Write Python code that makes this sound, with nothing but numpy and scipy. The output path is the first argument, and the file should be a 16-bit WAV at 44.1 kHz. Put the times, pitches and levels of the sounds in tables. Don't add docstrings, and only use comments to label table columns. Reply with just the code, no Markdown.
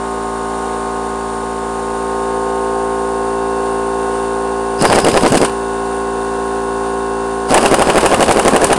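import sys
import numpy as np
from scipy import signal
from scipy.fft import rfft, irfft
from scipy.io import wavfile
from scipy.ndimage import uniform_filter1d

SR = 44100
rng = np.random.default_rng(int(sys.argv[2]) if len(sys.argv) > 2 else 0)


def generate_wav(sig):
    pcm = np.round(np.clip(np.atleast_2d(sig).T, -1, 1) * 32767).astype(np.int16)
    wavfile.write(sys.argv[1], SR, pcm)


def gain_from_decibels(decibels):
    exponent = np.asarray(decibels, float) / 20
    return 10 ** exponent


N = 387191
PUMP_HZ = 56.378

# pressed t/s, let go t/s, hiss level/dB, grumble level/dB, shudder level/dB
TRIGGER_PULLS = [
    (4.793, 5.45, -30, -27, -22.5),
    (7.487, 8.9, -31, -15.5, -44),
]
# t/s, peak level/dB, housing clank level/dB
HAMMER_BLOWS = [(4.8519, -5.5, -10), (4.928, -8, -11), (4.9863, -10, -15), (5.0845, -7, -16),
                (5.1736, -10, -12.5), (5.2622, -14, -16), (5.353, -5, -18), (5.4477, -7, -15.5),
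                (7.5429, 6, -6.5), (7.577, -5, -9), (7.6595, -3, -9), (7.742, -2.5, -12.5),
                (7.821, -4, -12), (7.8992, -9, -9.5), (7.979, -0.5, -5.5), (8.0596, 0.5, -8),
                (8.144, -9, -14), (8.227, -3, -10), (8.311, -4.5, -11), (8.395, -2, -12.5),
                (8.48, -2, -8.5), (8.5623, -3.5, -11), (8.643, 5, -10.5), (8.729, -3.5, -11.5)]
# t/s, peak level/dB, jolt of air level/dB
CAM_RELEASES = [(4.8219, -3, -6), (4.8988, -15, -25), (4.958, -9, -9), (5.0455, -6.5, -16),
                (5.141, -16, -25), (5.233, -16, -5), (5.3202, -4, 0.5), (5.3707, -14, -4),
                (5.4143, -15, -9), (7.522, -13, -23), (7.628, -8, -22), (7.7127, -10, -19),
                (7.793, -11, -11), (7.8709, -19, -8), (7.957, -14, -26), (8.0302, -18, -20),
                (8.114, -17, -22), (8.2055, -5.5, -13), (8.28, -14, -25), (8.37, -15, -25),
                (8.4494, -12.5, -25), (8.5334, -15, -3), (8.616, -11, -29), (8.7025, -20, -26)]


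def level(x, db):
    return x * gain_from_decibels(db) / np.sqrt(np.mean(x ** 2))


def ring(x, modes):
    total = 0
    for k, (hz, width, db) in enumerate(modes):
        b, a = signal.iirpeak(hz, hz / width, SR)
        total = total + (-1) ** k * gain_from_decibels(db) * signal.lfilter(b, a, x)
    return total


def walk(rate):
    hold = int(SR / rate)
    steps = np.repeat(rng.standard_normal(N // hold + 1), hold)
    return 0.54 * uniform_filter1d(steps, hold)[:N]


def noise():
    return rng.standard_normal(N)


def bursts(times, gains, decay_s):
    kick = np.zeros(N)
    np.add.at(kick, (np.asarray(times) * SR).astype(int), gains)
    return signal.lfilter([1], [1, -np.exp(-1 / (decay_s * SR))], kick)


def swell(times, wide_s):
    kick = np.zeros(N)
    kick[np.minimum(np.asarray(times) * SR, N - 1).astype(int)] = 1
    return signal.fftconvolve(kick, np.hanning(int(wide_s * SR)), mode="same")


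def exhaust(duty=0.32, fade_db=-48.0, scatter_db=3.0, quicken=1.2):
    # fastest puff t/s, its spacing/ms, vane passes since the stall, rebound level/dB
    spin_ups = [(4.8552, 4.46, 6.0, 0), (4.931, 4.4, 6.3, 0), (4.9856, 4.95, 6.2, 0), (5.084, 5.14, 5.8, 0),
                (5.1763, 4.87, 6.3, -8), (5.262, 5.11, 5.9, 0), (5.356, 5.32, 7.2, 0),
                (5.4375, 5.96, 5.1, -8), (7.5467, 4.59, 6.9, 0), (7.5792, 4.27, 9.0, 0),
                (7.6621, 4.71, 6.3, -8), (7.7468, 5.0, 7.4, -8), (7.8206, 4.75, 6.0, -8),
                (7.8983, 4.8, 5.4, 0), (7.9809, 4.78, 6.2, -8), (8.0646, 4.99, 7.2, -8),
                (8.142, 4.97, 6.2, -8), (8.2311, 5.09, 6.8, -8), (8.3096, 4.89, 5.8, 0),
                (8.3967, 5.19, 6.6, -8), (8.4843, 5.06, 7.0, -8), (8.5621, 4.88, 5.7, 0),
                (8.6409, 5.21, 5.3, -8), (8.7319, 4.59, 6.3, -8)]
    # f/Hz, width/Hz, level/dB
    muffler_modes = [(852, 400, -2.5), (1470, 1400, -10)]
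    puff_db, loud_puffs = 4.5, 5
    rebound_ms, slower_ms_per_db = 6.7, .1
    puffs, gust = np.zeros(N + SR), np.zeros(N + SR)
    chance = rng.standard_normal((len(spin_ups), 12))
    for (end, gap, passes, back_db), luck in zip(spin_ups, chance):
        loud = min(loud_puffs, round(passes) - 1)
        back = rebound_ms - slower_ms_per_db * back_db
        j = np.arange(np.ceil(passes))
        speed = np.sqrt(1 - j / passes)
        times = end - 2 * passes * gap * (1 - speed) / 1000
        dbs = -8.0 * (j / passes) ** 2 + fade_db * (j > loud)
        coast = np.arange(1, 4)
        times = np.append(times, end + back / 1000 * np.cumsum(1.3 ** (coast - 1)))
        dbs = np.append(dbs, back_db + 6.0 - 9.5 * coast)
        speed = np.append(speed, gap / back / 1.49 ** coast)
        for when, db, v, r in zip(times, dbs, np.maximum(speed, .78), luck):
            size = int(duty * gap / 1000 / v * SR * (1 + 0.11 * np.tanh(r)))
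            i = int(when * SR - .78 * size)
            gain = gain_from_decibels(puff_db + db + scatter_db * r)
            puffs[i:i + size] += gain * np.sin(2 * np.pi * (np.arange(size) / size) ** quicken)
            gust[i:i + 2 * size] += gain * np.hanning(2 * size)
    jet = gust[:N] * ring(noise(), [(2500, 2500, -15.5), (9400, 2100, -13.0)])
    return puffs[:N] + ring(puffs[:N], muffler_modes) + jet


def hammer():
    # f/Hz, width/Hz, level/dB
    steel_modes = [(7000, 2700, -12), (7670, 300, -4), (9200, 1500, 0.5), (10000, 2200, -4.5)]
    # f/Hz, width/Hz, level/dB
    housing_modes = [(1010, 177, 7.5), (1676, 275, 2), (2370, 470, -6.5), (2860, 270, 0.5)]
    pull_anvil_db = [-22.5, -28.5]
    valve_lag_s = .019
    trigger_db, valve_click_db = -26, -12
    settle_s, settle_db = .034, -27.5
    cam_clank_db, cam_anvil_db, blow_jolt_db = -18.5, 1, -18
    tick_clank_db, tick_re_db = -5, -19.5

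    blow_s, blow_db, blow_clank_db = np.transpose(HAMMER_BLOWS)
    cam_s, cam_db, cam_jolt_db = np.transpose(CAM_RELEASES)
    press_s = np.array(TRIGGER_PULLS)[:, 0]
    click_s = press_s + valve_lag_s

    def held_db(s):
        return np.take(pull_anvil_db, np.searchsorted(press_s, s) - 1)

    drop_db = settle_db + 3.0 * rng.standard_normal(len(blow_s))
    tick_s = np.r_[press_s, click_s, blow_s + settle_s]
    tick_db = np.r_[trigger_db + 0 * press_s, valve_click_db + 0 * press_s, drop_db]
    s = np.r_[blow_s, cam_s, tick_s]
    crack_db = np.r_[blow_db, cam_db, tick_db]
    clank_db = np.r_[blow_clank_db, cam_clank_db + 0 * cam_s, tick_db + tick_clank_db]
    anvil_db = np.r_[held_db(blow_s), held_db(cam_s) + cam_anvil_db, tick_db + tick_re_db]
    jolt_db = np.r_[blow_jolt_db + 0 * blow_s, cam_jolt_db, tick_db + tick_re_db]
    valve = np.isin(s, click_s)
    jolt_db[valve], clank_db[valve], anvil_db[valve] = -6.5, -22, -22

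    def shake(db, fast_s, slow_s):
        return (bursts(s, gain_from_decibels(db), fast_s) + 0.065 * bursts(s, gain_from_decibels(db), slow_s)) * noise()

    steel = ring(shake(crack_db + 10.5, 0.0021, 0.024), steel_modes)
    clank = ring(shake(clank_db + 15.5, 0.0042, 0.048), housing_modes)
    anvil = ring(shake(anvil_db + 16.5, 0.0031, 0.027), [(4510, 620, 3.5), (5000, 900, 1.0)])
    jolt = ring(bursts(s, gain_from_decibels(jolt_db + 17.5), 0.00067), [(258, 94, 0)])
    return steel + clank + anvil + jolt


def air():
    open_s, close_s, shut_db = 0.01, 0.086, -15
    blow_swell_db, blow_lag_s, blow_wide_s = [4.5, -5, -10], 0.014, 0.082
    cam_swell_db, cam_lag_s, cam_wide_s = [0.5, -2.5, 5.5], -0.004, 0.026

    t = np.arange(N) / SR
    held_db = np.full((3, N), -99.)
    for press, go, *dbs in TRIGGER_PULLS:
        held = (t >= press - open_s) & (t <= go + close_s)
        turns_s = [press - open_s, press + open_s, go, go + close_s]
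        valve_db = np.interp(t[held], turns_s, [2 * shut_db, 0, 0, shut_db])
        held_db[:, held] = np.add.outer(dbs, valve_db)
    blow_s = np.array(HAMMER_BLOWS)[:, 0]
    cam_s = np.array(CAM_RELEASES)[:, 0]
    held_db += np.outer(blow_swell_db, swell(blow_s + blow_lag_s, blow_wide_s))
    held_db += np.outer(cam_swell_db, swell(cam_s + cam_lag_s, cam_wide_s))
    hiss = level(ring(noise(), [(2540, 2000, 1.45), (5100, 1100, 1), (8800, 3000, 1.2)]), 0)
    grumble = level(ring(noise(), [(278, 720, 1.5), (784, 1080, 3.5), (1530, 1360, -8.5)]), 0)
    shudder = level(ring(ring(noise(), [(130, 160, 0)]), [(150, 160, 0)]), 0)
    flicker_db = np.array([8.8 * walk(150), 0.53 * walk(83), 2.1 * walk(30)])
    return np.sum(gain_from_decibels(held_db + flicker_db) * [hiss, grumble, shudder], axis=0)


def whistle():
    pull_whistle_db = [-30.5, -36]
    early_s, fade_db_per_s = 0.025, -14
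    t = np.arange(N) / SR
    flow = np.zeros(N)
    for (press, go, *_), db in zip(TRIGGER_PULLS, pull_whistle_db):
        opening = np.interp(t, [press - early_s, press + .005, go, go + .06], [0, 1, 1, 0])
        flow += opening * gain_from_decibels(db + fade_db_per_s * (t - press))
    seat = [(4980, 500, 0)]  # f/Hz, width/Hz, level/dB
    tone = level(ring(ring(noise(), seat), seat), 0)
    return flow * gain_from_decibels(4.0 * walk(25)) * tone


def strokes(multiples, sizes, start):
    bins = np.zeros(8193, complex)
    bins[multiples] = sizes * np.exp(1j * start[multiples])
    cycle = irfft(bins) * 2 ** .5 * (len(bins) - 1)
    phase = np.arange(N) * PUMP_HZ / SR % 1
    return np.interp(phase, np.arange(len(cycle)) / len(cycle), cycle, period=1)


def stroke_drone(near, gain, start):
    # multiple of the stroke rate, level/dB
    bent = [(1, -10), (2, -17), (3, -15), (4, -5), (5, -7), (6, -11.5), (7, 0.5), (8, -12.5), (9, -10.5),
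            (10, -16), (11, -9.5), (12, -26), (13, -3.5), (14, -27), (15, -11), (16, -4.5), (17, -10.5),
            (18, -21), (19, -2), (20, -14), (21, -15), (22, -9), (23, -35), (24, -52), (25, -61),
            (26, -12.5), (27, -19), (28, -29), (29, -20.5), (30, -24)]
    # multiple of the stroke rate, level/dB
    aside = [(1, -14), (2, -23), (3, -20), (4, -10), (5, -10.5), (6, -13), (7, 1), (8, -10.5), (9, -4),
             (10, -25), (11, -24), (12, -10), (13, -9), (14, -10), (15, -19.5), (16, -4), (17, -18.5),
             (18, -43), (19, -4.5), (20, -36), (21, -35), (22, -13), (23, -38.5), (24, -34), (25, -56),
             (26, -16), (27, -25), (28, -23.5), (29, -25), (30, -26)]
    # multiple of the stroke rate, level/dB
    upright = [(1, -12.5), (2, -20.5), (3, -17), (4, -8), (5, -10), (6, -14), (7, 0), (8, -16), (9, -9),
               (10, -19), (11, -22), (12, -16), (13, -8), (14, -31), (15, -12), (16, -14), (17, -10.5),
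               (18, -54.5), (19, -6), (20, -16), (21, -28), (22, -53), (23, -24), (24, -26), (25, -68),
               (26, -14), (27, -23), (28, -35), (29, -22), (30, -32)]
    k, db = np.transpose(upright[:4])
    drone = strokes(np.round(k).astype(int), gain_from_decibels(db - 23), start)
    for weight, spot in zip(near, (bent, aside, upright)):
        k, db = np.transpose(spot[4:])
        drone += gain * weight * strokes(np.round(k).astype(int), gain_from_decibels(db), start)
    return drone


def valve_clatter(near, start):
    # f/Hz, width/Hz, level/dB
    plate_modes = [(1780, 220, 10), (2860, 250, 5), (3680, 510, 3), (4430, 320, 6), (5400, 1100, 0.5),
                   (7140, 620, 5), (9060, 195, 11.5)]
    # t/s, level/dB
    reed_whine = [(0, -61), (2.6, -53), (3.0, -51.5), (3.5, -46), (4.6, -47.5), (5.7, -46), (6.8, -48),
                  (7.2, -46), (8.78, -69)]
    k = np.arange(31, 200)
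    uneven = gain_from_decibels(4.5 * rng.standard_normal((3, len(k))))
    taps = sum(weight * strokes(k, sizes, start) for weight, sizes in zip(near, uneven))
    clatter = level(ring(taps, plate_modes), -41)
    whine_s, whine_db = np.transpose(reed_whine)
    clatter += gain_from_decibels(np.interp(np.arange(N) / SR, whine_s, whine_db)) * strokes(48, 1, start)
    return clatter * gain_from_decibels(0.2 * walk(2.1))


def compressor_rush(gain):
    # f/Hz, level/dB per Hz
    rush_spectrum = [(30, -22), (100, -12), (400, -3.5), (700, -1), (1200, -3), (1500, -3), (2100, -13.5),
                     (3000, -17), (5900, -20), (8000, -14.5), (10000, -13.5), (12500, -30)]
    # f/Hz, width/Hz, level/dB
    tank_modes = [(479.8, 22.5, -33.5), (745, 34, -37.5), (772.6, 26, -37), (826, 30, -39.5),
                  (866, 38, -43), (933, 35, -47), (1036, 54, -41), (2840, 360, -52), (3667, 110, -52.5),
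                  (4550, 100, -57), (8960, 470, -43)]
    hz, db = np.transpose(rush_spectrum)
    f = np.maximum(np.fft.rfftfreq(N, 1 / SR), 1)
    rush = irfft(rfft(noise()) * gain_from_decibels(np.interp(np.log(f), np.log(hz), db)), N)
    turn = 2 * np.pi * PUMP_HZ * np.arange(N) / SR
    throb = gain_from_decibels(0.4 * np.sin(turn) + 0.27 * np.sin(3 * turn + 0.88) + 1.5 * walk(7.8))
    tank = np.zeros(N)
    for hz, width, db in tank_modes:
        mode = [(hz, width, 0)]
        tank += level(ring(ring(noise(), mode), mode), db) * gain_from_decibels(walk(3.98))
    return throb * (level(rush, -32) + tank * (gain / gain.max()) ** 0.09)


def compressor():
    # t/s, place (0 bent, 1 aside, 2 upright), drone level/dB above the fourth multiple
    body_stance = [(0, 0.01, -25.5), (.9, 0.01, -25), (1.4, 0.16, -26), (1.75, 0.41, -25), (2.2, 0.71, -22),
                   (2.8, 1.2, -20.5), (3.1, 1.38, -21), (3.5, 1.55, -20), (4.3, 1.57, -20.5),
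                   (4.7, 1.74, -21), (5.5, 3.3, -21.5), (7.0, 3.5, -20.5), (8.78, 1.94, -24)]
    t = np.arange(N) / SR
    s, place, drone_db = np.transpose(body_stance)
    place = np.interp(t, s, np.clip(place, 0, 2))
    gain = gain_from_decibels(np.interp(t, s, drone_db))
    near = [np.maximum(1 - abs(place - spot), 0) for spot in range(3)]
    bend = np.arange(200) - 3.8
    start = np.cumsum(np.cumsum(np.roll(.38 * bend * abs(bend), 1)))
    return stroke_drone(near, gain, start) + valve_clatter(near, start) + compressor_rush(gain)


def bump():
    bump_s, bump_hz, bump_db = 1.925, 26, -41
    t = np.arange(N) / SR - bump_s
    return gain_from_decibels(bump_db) * np.sin(2 * np.pi * bump_hz * t) * (t > 0) * (t < 1 / bump_hz)


def room(x, t60=0.089, wet_db=-26.0):
    t = np.arange(SR // 2) / SR
    tail = rng.standard_normal(len(t)) * np.exp(-np.log(1000) * t / t60) * (t > .004)
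    tail = signal.lfilter([1], [1, -.6], tail)
    return x + signal.fftconvolve(x, gain_from_decibels(wet_db) * tail / np.sqrt(np.sum(tail ** 2)))[:N]


def scene():
    no_bass = signal.butter(2, 215, "high", fs=SR, output="sos")
    tool = signal.sosfilt(no_bass, exhaust()) + hammer() + air() + whistle()
    return (room(tool) + compressor() + bump())[None]


def roll_off(x):
    return signal.sosfilt(signal.butter(12, 16830, fs=SR, output="sos"), x)


def record(dry):
    ceiling = .715
    clipped = np.clip(dry, -ceiling, ceiling)
    dull = signal.sosfilt(signal.butter(5, 10300, fs=SR, output="sos"), clipped)
    cut = signal.sosfilt(signal.ellip(12, .5, 80, 12300, fs=SR, output="sos"), dull)
    again = np.clip(cut, -1.025 * ceiling, 1.025 * ceiling)
    mix = signal.sosfilt(signal.ellip(8, .3, 50, 15900, fs=SR, output="sos"), again)
    return roll_off(mix)


dry = scene()
out = record(dry)
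generate_wav(out)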